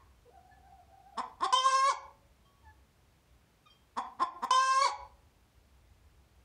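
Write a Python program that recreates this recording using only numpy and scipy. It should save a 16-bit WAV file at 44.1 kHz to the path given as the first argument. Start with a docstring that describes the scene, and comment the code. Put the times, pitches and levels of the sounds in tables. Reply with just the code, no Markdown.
"""A hen in a wooden coop cackles twice, each long cry led by short clucks, close to a phone.
Membranes beating in her voice box make the cries; puffs of air ringing her throat make the clucks.
Another hen whines softly, far birds call, a hanging metal tube rings faintly, and the walls echo.
Under it all lie a low rumble and microphone hiss. The phone turns its gain down while the hen is loud."""
import sys
import numpy as np
from scipy import signal
from scipy.fft import rfft, irfft, next_fast_len
from scipy.io import wavfile
from scipy.ndimage import uniform_filter1d, minimum_filter1d, map_coordinates

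SR = 44100
rng = np.random.default_rng(int(sys.argv[2]) if len(sys.argv) > 2 else 0)


def dump(signal):
    """Clip the signal to [-1, 1] and save it as 16-bit WAV at the path in sys.argv[1]."""
    limited = np.clip(np.atleast_2d(signal).T, -1, 1)
    pcm = np.round(limited * 32767).astype(np.int16)
    wavfile.write(sys.argv[1], SR, pcm)


N = 284004

# Tone colour of the rumble and hiss: (frequency [Hz], relative level [dB])
BACKGROUND_COLOUR = [(12, -50), (20, -20.5), (41, -8.5), (64, 4.5), (106, -9.5), (186, -16.5), (353, -20.5),
                     (453, -22), (708, -23.5), (884, -24), (1930, -30), (2100, -29), (15600, -43)]
# How the rumble rises and falls: (time [s], level [dB])
RUMBLE_LEVELS = [(0, -59), (.15, -66.5), (1.101, -67), (2.3, -62), (3.7, -69), (5.202, -63), (5.85, -66.5),
                 (6.1, -62.5), (6.44, -68)]
# How long the coop echoes: (frequency [Hz], time to fade by 60 dB [s])
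ECHO_TIMES = [(200, 0.73), (900, 0.33), (2500, 0.28), (6000, 0.26), (10000, 0.022)]
# How strongly the walls echo: (frequency [Hz], level [dB])
ECHO_LEVELS = [(200, -19), (520, -13.5), (780, 0.5), (1100, -11), (1800, -8), (2300, 2.5), (2850, -10.5),
               (3400, -5), (4000, -18), (4600, -7), (5000, -18.5), (5400, -12.5), (10000, 0)]
# The tube's ringing tones: (frequency [Hz], relative level [dB], time to fade by 60 dB [s])
TUBE_TONES = [(1118, 0, 1.1), (3188, 3, .22), (4750, -6, .2), (5517, -2, .2)]
# Touches on the tube: (time [s], level [dB], treble boost [dB per two octaves])
TUBE_TAPS = [(2.452, -70.5, -3.5), (2.569, -79, -1.5), (3.663, -79, 7), (3.7, -72.5, 8.5), (3.736, -81, 5)]
# Far bird calls: (time [s], length [s], first pitch [Hz], last pitch [Hz], level [dB],
# then the relative levels of harmonics 1 to 5 [dB]). A harmonic is a whole multiple of the pitch.
FAR_CALLS = [(.51, 0.038, 862, 856, -56, -51, -4, -34, -26, -20),
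             (2.625, 0.062, 927, 868, -61, -2, -17, -29.5, -25, -26),
             (2.65, 0.071, 879, 852, -58.5, -5, -1, -26, -25, -26),
             (3.657, 0.022, 1253, 1200, -53, -4.5, -13.5, -10, -30, -27)]
# The other hen, one list per note: (time [s], pitch [Hz], level [dB])
WHINE_NOTES = [
    [(0.25, 523, -70), (0.26, 496, -62), (0.296, 483, -57.5), (0.305, 517, -66)],
    [(.29, 590, -66), (.335, 791, -64.5), (.377, 726.6, -63), (.5, 790, -66), (.6, 732, -72),
     (.694, 787, -57.5), (.74, 803, -70), (.802, 693, -56), (.83, 686, -73), (.85, 677, -82)],
    [(.875, 824, -73), (.911, 694, -59), (.965, 801, -60.5), (1.013, 724.6, -64), (1.09, 749, -56),
     (1.12, 705, -72), (1.165, 722, -53)],
]
# Beak snaps: (time [s], level before filtering [dB], treble cutoff [Hz])
BEAK_SNAPS = [(1.524, -31, 7030), (4.4435, -29, 15000), (4.505, -32.5, 8040)]
# Where the throat rings: (frequency [Hz], width [Hz], level [dB])
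THROAT_RESONANCES = [(231, 360, -14.5), (882, 150, 0), (1078, 79.3, 8), (1890, 220, -9.5),
                     (2470, 250, -17.5)]
# Where the beak rings, applied twice: (frequency [Hz], width [Hz], level [dB])
BEAK_RESONANCES = [(3427, 590, 4), (4710, 430, 1.5), (5250, 260, 5.5), (6925, 1000, -1), (8800, 1300, -2.5)]
# Short clucks: (time [s], length [s], first puff rate [Hz], top puff rate [Hz], throat drive [dB],
# throat swell [dB], beak drive [dB], peak of the hiss [share of the length])
SHORT_CLUCKS = [(1.167, 0.04, 189.5, 252.8, -11, 7.2, -29.5, 0.47),
                (1.397, .018, 188.8, 234.2, -18.5, 4.5, -37.5, 0.578),
                (1.412, .052, 277.7, 392.3, -1.5, 4.7, -17.5, 0.78),
                (3.961, 0.034, 199.4, 249.6, -7.5, 11, -29, 0.69),
                (4.189, 0.049, 218.8, 341.3, -0.5, 13.7, -24.5, .8),
                (4.416, .034, 226.6, 253, -2.5, 17, -25.5, 1)]
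# Tone colour of the breath in a cry: (frequency [Hz], relative level [dB])
BREATH_COLOUR = [(300, -34), (850, -8), (1300, -20), (1800, -36), (2300, -14), (2850, -44), (3400, -5),
                 (4400, -7), (4900, -16), (5400, -4), (6500, -6), (9400, -15), (11000, -40), (15000, -46)]
# The voice, one list per cry: (time [s], pitch [Hz], hoarseness [0 clear to 1 broken])
CRY_VOICE = [
    [(1.525, 498, .6), (1.547, 517, .3), (1.571, 524, .2), (1.621, 512, .25), (1.655, 528, .45),
     (1.74, 529, .4), (1.765, 535, .15), (1.818, 535, .12), (1.872, 556, .12), (1.886, 571, .55),
     (1.9, 512, .9), (1.917, 442, .9), (1.94, 400, .95)],
    [(4.506, 505, .6), (4.532, 521, .2), (4.62, 521, .24), (4.72, 529, .2), (4.735, 526, .2),
     (4.79, 540, .3), (4.828, 549, .5), (4.844, 579, .75), (4.858, 528, .9), (4.875, 480, .9),
     (4.89, 428, .9), (4.91, 400, .95)],
]
# How the level of each cry rises and dips and its tone colour shifts: (time [s], level of the strong second #
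# harmonic [dB], base level of the rest [dB], beak opening [below 0 narrow, above 0 wide])
CRY_LEVELS = [
    [(1.525, -17.5, -32, -0.78), (1.538, -12, -31, -0.77), (1.557, -21.5, -37, -1.66),
     (1.585, -20, -37.5, -1.73), (1.635, -28, -40, -.2), (1.662, -13.5, -37.5, -0.84),
     (1.722, -22.5, -36.5, 0.3), (1.762, -15, -35, 0.0072), (1.81, -17, -38.5, 0.15),
     (1.867, -19, -37, 0.75), (1.89, -18.5, -39, 1.02), (1.915, -25.5, -44, 0.13), (1.94, -38.5, -58, 1.3)],
    [(4.506, -13.5, -28, -0.33), (4.516, -12.5, -39, -1.1), (4.535, -17.5, -35.5, -1.1),
     (4.592, -14.5, -36.5, -0.21), (4.66, -22.5, -37.5, .05), (4.717, -14, -37, -0.1),
     (4.74, -21, -37, 0.3), (4.78, -15.5, -37.5, 0.05), (4.825, -18, -38, 1.33), (4.86, -25, -41.5, 0.55),
     (4.88, -24, -47.5, .6), (4.91, -47, -52.5, 0.68)],
]
# Harmonics that follow the beak opening: (multiple of the pitch, relative level at opening 0 [dB],
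# change at opening -1 [dB], change at opening +1 [dB])
BEAK_HARMONICS = [(1, -2.5, 2.5, 10.5), (3, 6, -8, -3), (4, -10, 1, 13), (5, -3, -9.5, -9.5),
                  (6, -7, 12, -0.5), (7, -11, 8, 4), (8, -10, -11, 12.5), (9, -10.5, -0.5, -5),
                  (10, -0.5, 1, -5.5), (11, -6, 1.5, -2.5), (12, -3, -0.5, -5.5)]
# High harmonics that ignore the beak opening: (multiple of the pitch, relative level [dB])
HIGH_HARMONICS = [(13, -14.5), (14, -17.5), (15, -13), (16, -16), (17, -13.5), (18, -22), (19, -31.5),
                  (20, -40), (21, -50), (22, -45), (24, -37.5), (26, -40)]


def amp(db):
    """Turn decibels into a factor to multiply by."""
    return 10 ** (np.asarray(db) / 20)


def unit(x):
    """Scale x to an average power of 1."""
    return x / np.sqrt(np.mean(x ** 2) + 1e-20)


def along(points, hz):
    """Read between (frequency, value) points, with octaves evenly spaced."""
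    f, v = np.transpose(points)
    return np.interp(np.log(hz + 1), np.log(f + 1), v)


def played(rows, fade_s):
    """Turn timed rows into a first sample, a fade in and out, and one curve per column."""
    times, *columns = np.transpose(rows)
    t = np.arange(times[0], times[-1], 1 / SR)
    fades = np.clip(np.minimum(t - times[0], times[-1] - t) / fade_s, 0, 1)
    return round(times[0] * SR), fades, [np.interp(t, times, c) for c in columns]


def add(out, start, x):
    """Mix x into out, beginning at sample start."""
    out[start:start + len(x)] += x[:len(out) - start]


def wobble(size, rate, channels=1):
    """Smooth curves through rate random points a second."""
    points = rng.standard_normal((channels, int(size * rate / SR) + 4))
    return np.array([map_coordinates(p, [np.arange(size) * rate / SR]) for p in points])


def filtered(x, response):
    """Scale each frequency of x by response(frequency), leaving room for a short tail."""
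    size = next_fast_len(len(x) + SR // 4)
    return irfft(rfft(x, size) * response(np.fft.rfftfreq(size, 1 / SR)), size)[:len(x) + SR // 20]


def resonances(rows):
    """The response of a hollow space that rings at a few frequencies."""
    return lambda f: sum((-1) ** k * amp(db) * 1j * f * width / (hz * hz - f * f + 1j * f * width)
                         for k, (hz, width, db) in enumerate(rows))


def noise(size, colour):
    """Noise with the given tone colour and an average power of 1."""
    return unit(filtered(rng.standard_normal(size), lambda hz: amp(along(colour, hz)))[:size])


def rumble_and_hiss():
    """A far rumble swells unevenly under smooth microphone hiss."""
    times, db = np.transpose(RUMBLE_LEVELS)
    bass = [p for p in BACKGROUND_COLOUR if 30 < p[0] < 130]
    rumble = noise(N, [(10, -65.5), (25, -22)] + bass + [(170, -43.5), (300, -87)])
    hiss = noise(N, [(60, -65.5)] + [p for p in BACKGROUND_COLOUR if p[0] > 100])
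    swells = amp(2.2 * wobble(N, 5.2)[0])
    return amp(np.interp(np.arange(N) / SR, times, db)) * swells * rumble + amp(-69) * hiss


def fading_cluck():
    """The walls still ring from a cluck just before the start."""
    t = np.arange(N) / SR
    ring = unit(filtered(rng.standard_normal(N), resonances(THROAT_RESONANCES))[:N])
    return amp(-63 - 60 * t / .5) * ring


def coop_echo(x):
    """Plank walls echo the sound in short, overlapping, diffuse tails."""
    out, step = np.zeros(N), SR // 6
    for start in range(0, N - 2 * step, step):
        # each echo is fresh noise in which every frequency fades at its own speed
        hz, t, bands = signal.stft(rng.standard_normal(SR // 2), SR, nperseg=256)
        tail = signal.istft(bands * amp(-60 * t / along(ECHO_TIMES, hz)[:, None]), SR, nperseg=256)[1]
        piece = x[start:start + 2 * step] * np.hanning(2 * step)
        add(out, start + 300, signal.fftconvolve(piece, tail / np.linalg.norm(tail)))
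    return filtered(out, lambda hz: amp(along(ECHO_LEVELS, hz)))[:N]


def metal_tube():
    """Soft touches set the metal ringing, some dull, some bright."""
    out, t = np.zeros(N), np.arange(SR // 2) / SR
    onset = 1 - np.exp(-t / .0044)
    for time, tap_db, treble_db in TUBE_TAPS:
        for hz, tone_db, ring_s in TUBE_TONES:
            strength_db = tap_db + tone_db + treble_db * np.log2(hz / TUBE_TONES[0][0]) / 2
            level_db = strength_db + 3.7 * wobble(len(t), 25)[0] - 60 * t / ring_s
            add(out, round(time * SR), amp(level_db) * np.sin(2 * np.pi * hz * t) * onset)
    return out


def far_birds():
    """Far birds call in short falling notes with a few harmonics."""
    out = np.zeros(N)
    for time, length, first_hz, last_hz, db, *harmonics_db in FAR_CALLS:
        progress = np.arange(0, 1, 1 / (length * SR))
        phase = 2 * np.pi * np.cumsum(first_hz + (last_hz - first_hz) * progress) / SR
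        note = sum(amp(level) * np.sin(k * phase) for k, level in enumerate(harmonics_db, 1))
        add(out, round(time * SR), amp(db) * np.sin(np.pi * progress) ** .58 * note)
    return out


def whining_hen(octave_db=-17.5):
    """Another hen holds soft, quavering, slightly raspy notes."""
    out = np.zeros(N)
    for rows in WHINE_NOTES:
        start, fades, (hz, db) = played(rows, fade_s=.006)
        quaver, throb = wobble(len(hz), 31.14, channels=2)
        rasp = wobble(len(hz), 151.2)[0]
        phase = 2 * np.pi * np.cumsum(hz * (1 + .03 * quaver + .03 * rasp)) / SR
        note = np.sin(phase) + amp(octave_db) * np.sin(2 * phase)
        add(out, start, fades * np.sqrt(2) * amp(db + 3.4 * throb) * note)
    return out


def beak_snaps():
    """The beak snaps with a dry crack of about a millisecond."""
    out, t = np.zeros(N), np.arange(200) / SR
    for time, db, cutoff_hz in BEAK_SNAPS:
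        crack = amp(db - 60 * t / .0015) * rng.standard_normal(len(t))
        add(out, round(time * SR), filtered(crack, lambda f: 1j * f / 3000 / (1 + 1j * f / cutoff_hz) ** 5))
    return out


def clucks():
    """Soft puffs of air ring the throat; each carries a short hiss through the beak."""
    onset_s, onset_db, ebb_db = .011, 19, 3
    hiss_onset_db, hiss_rise_db, hiss_fall_db = 23, 21.5, 15
    glide_end, throat_peak = .66, .7  # shares of the length
    throat, beak = resonances(THROAT_RESONANCES), resonances(BEAK_RESONANCES)
    soft = lambda f: 1 / (1 + 1j * f / 1800) ** 3  # a rounded puff has little treble
    out = np.zeros(N)
    for time, length, first_hz, top_hz, throat_db, swell_db, beak_db, hiss_peak in SHORT_CLUCKS:
        start, progress = round(time * SR), np.arange(0, 1, 1 / (length * SR))
        hz = first_hz + (top_hz - first_hz) * np.minimum(progress / glide_end, 1)
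        # throat and beak both start quickly, swell to a peak and ebb
        onset_left = np.maximum(1 - progress * length / onset_s, 0)
        throat_arch = np.interp(progress, [0, throat_peak, 1], [-swell_db, 0, -ebb_db])
        beak_arch = np.interp(progress, [0, min(hiss_peak, .95), 1], [-hiss_rise_db, 0, -hiss_fall_db])
        throat_gain = amp(throat_db - onset_db * onset_left + throat_arch)
        beak_gain = amp(beak_db - hiss_onset_db * onset_left + beak_arch)
        cycles = np.cumsum(hz * (1 + .03 * wobble(len(hz), 220)[0])) / SR
        puffs = np.diff(np.floor(cycles), prepend=-1) * np.sqrt(SR / hz)  # one per cycle
        puffs *= amp(1.5 * wobble(len(hz), 250)[0])
        hiss = 1.1 * rng.standard_normal(len(hz)) * np.exp(-(cycles % 1) / .34)
        add(out, start, filtered(throat_gain * puffs, lambda f: soft(f) * throat(f)))
        add(out, start, filtered(beak_gain * (.28 * puffs + hiss), lambda f: beak(f) ** 2))
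    return out


def cackles():
    """Membranes beat at the pitch; hoarseness shakes the beat and lets air leak past once a cycle."""
    out = np.zeros(N)
    beak_multiples, half_open_db, narrow_db, wide_db = np.transpose(BEAK_HARMONICS)[..., None]
    high_multiples, high_db = np.transpose(HIGH_HARMONICS)[..., None]
    multiples = np.round(np.vstack([[2], beak_multiples, high_multiples]))
    for voice, levels in zip(CRY_VOICE, CRY_LEVELS):
        start, fades, controls = played(levels, fade_s=.002)
        # loudness and tone colour shift smoothly
        second_db, rest_db, opening = uniform_filter1d(controls, size=SR // 200, axis=1)
        size = len(fades)
        t = (start + np.arange(size)) / SR
        times, hz, hoarse = np.transpose(voice)
        hz, hoarse = np.interp(t, times, hz), np.interp(t, times, hoarse)
        waver = (.002 + .012 * hoarse) * wobble(size, 45)[0]
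        rasp = (.012 * hoarse + .05 * hoarse ** 3) * wobble(size, 250)[0]
        phase = 2 * np.pi * np.cumsum(hz * (1 + waver + rasp)) / SR
        beak_db = half_open_db + narrow_db * np.maximum(-opening, 0) + wide_db * np.maximum(opening, 0)
        colour_db = np.vstack([beak_db, np.tile(high_db, size)])
        shimmer_db = 2.2 * wobble(size, 30, channels=len(multiples) - 1)
        level_db = np.vstack([second_db, rest_db + colour_db + shimmer_db])
        # each harmonic flutters quickly, the high ones most
        depth = 1.8 * hoarse * np.clip((multiples - 4) / 4, .8 * hoarse ** 2, 1)
        flutter = 1 + depth * wobble(size, 140, channels=len(multiples))
        waves = np.sqrt(2) * np.sin(multiples * phase - .4 * multiples ** 2)
        tone = np.sum(amp(level_db) * flutter * waves, axis=0)
        air = noise(size, BREATH_COLOUR) * (1 + .8 * np.cos(phase)) * hoarse ** 1.3 * amp(rest_db + 7)
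        breath_left = np.clip((t[-1] - t) / .008, 0, 1)
        add(out, start, fades * breath_left * (tone + air))
    return out


def scene():
    """Mix the hen, the faint sounds around her, their echo and the background into one channel."""
    hen = cackles() + clucks() + beak_snaps()
    faint = whining_hen() + far_birds() + metal_tube()
    direct = hen + faint
    return (direct + coop_echo(direct) + fading_cluck() + rumble_and_hiss())[None]


def record(dry):
    """The phone eases its gain down during loud sound and cuts off the highest treble."""
    averaging_s, threshold_db, max_cut_db, top_hz = .03, -30, 9, 15740
    memory = np.exp(-1 / (averaging_s * SR))
    loud_db = 10 * np.log10(signal.lfilter([1 - memory], [1, -memory], dry[0] ** 2) + 1e-12)
    gain_db = -max_cut_db / (1 + np.exp(-(loud_db - threshold_db) / 2.5))
    gain_db = minimum_filter1d(gain_db, SR // 40)  # looks a little ahead
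    gain_db = uniform_filter1d(gain_db, SR // 50)
    return filtered(dry[0] * amp(gain_db), lambda hz: hz < top_hz)[None, :N]


dry = scene()
out = record(dry)
dump(out)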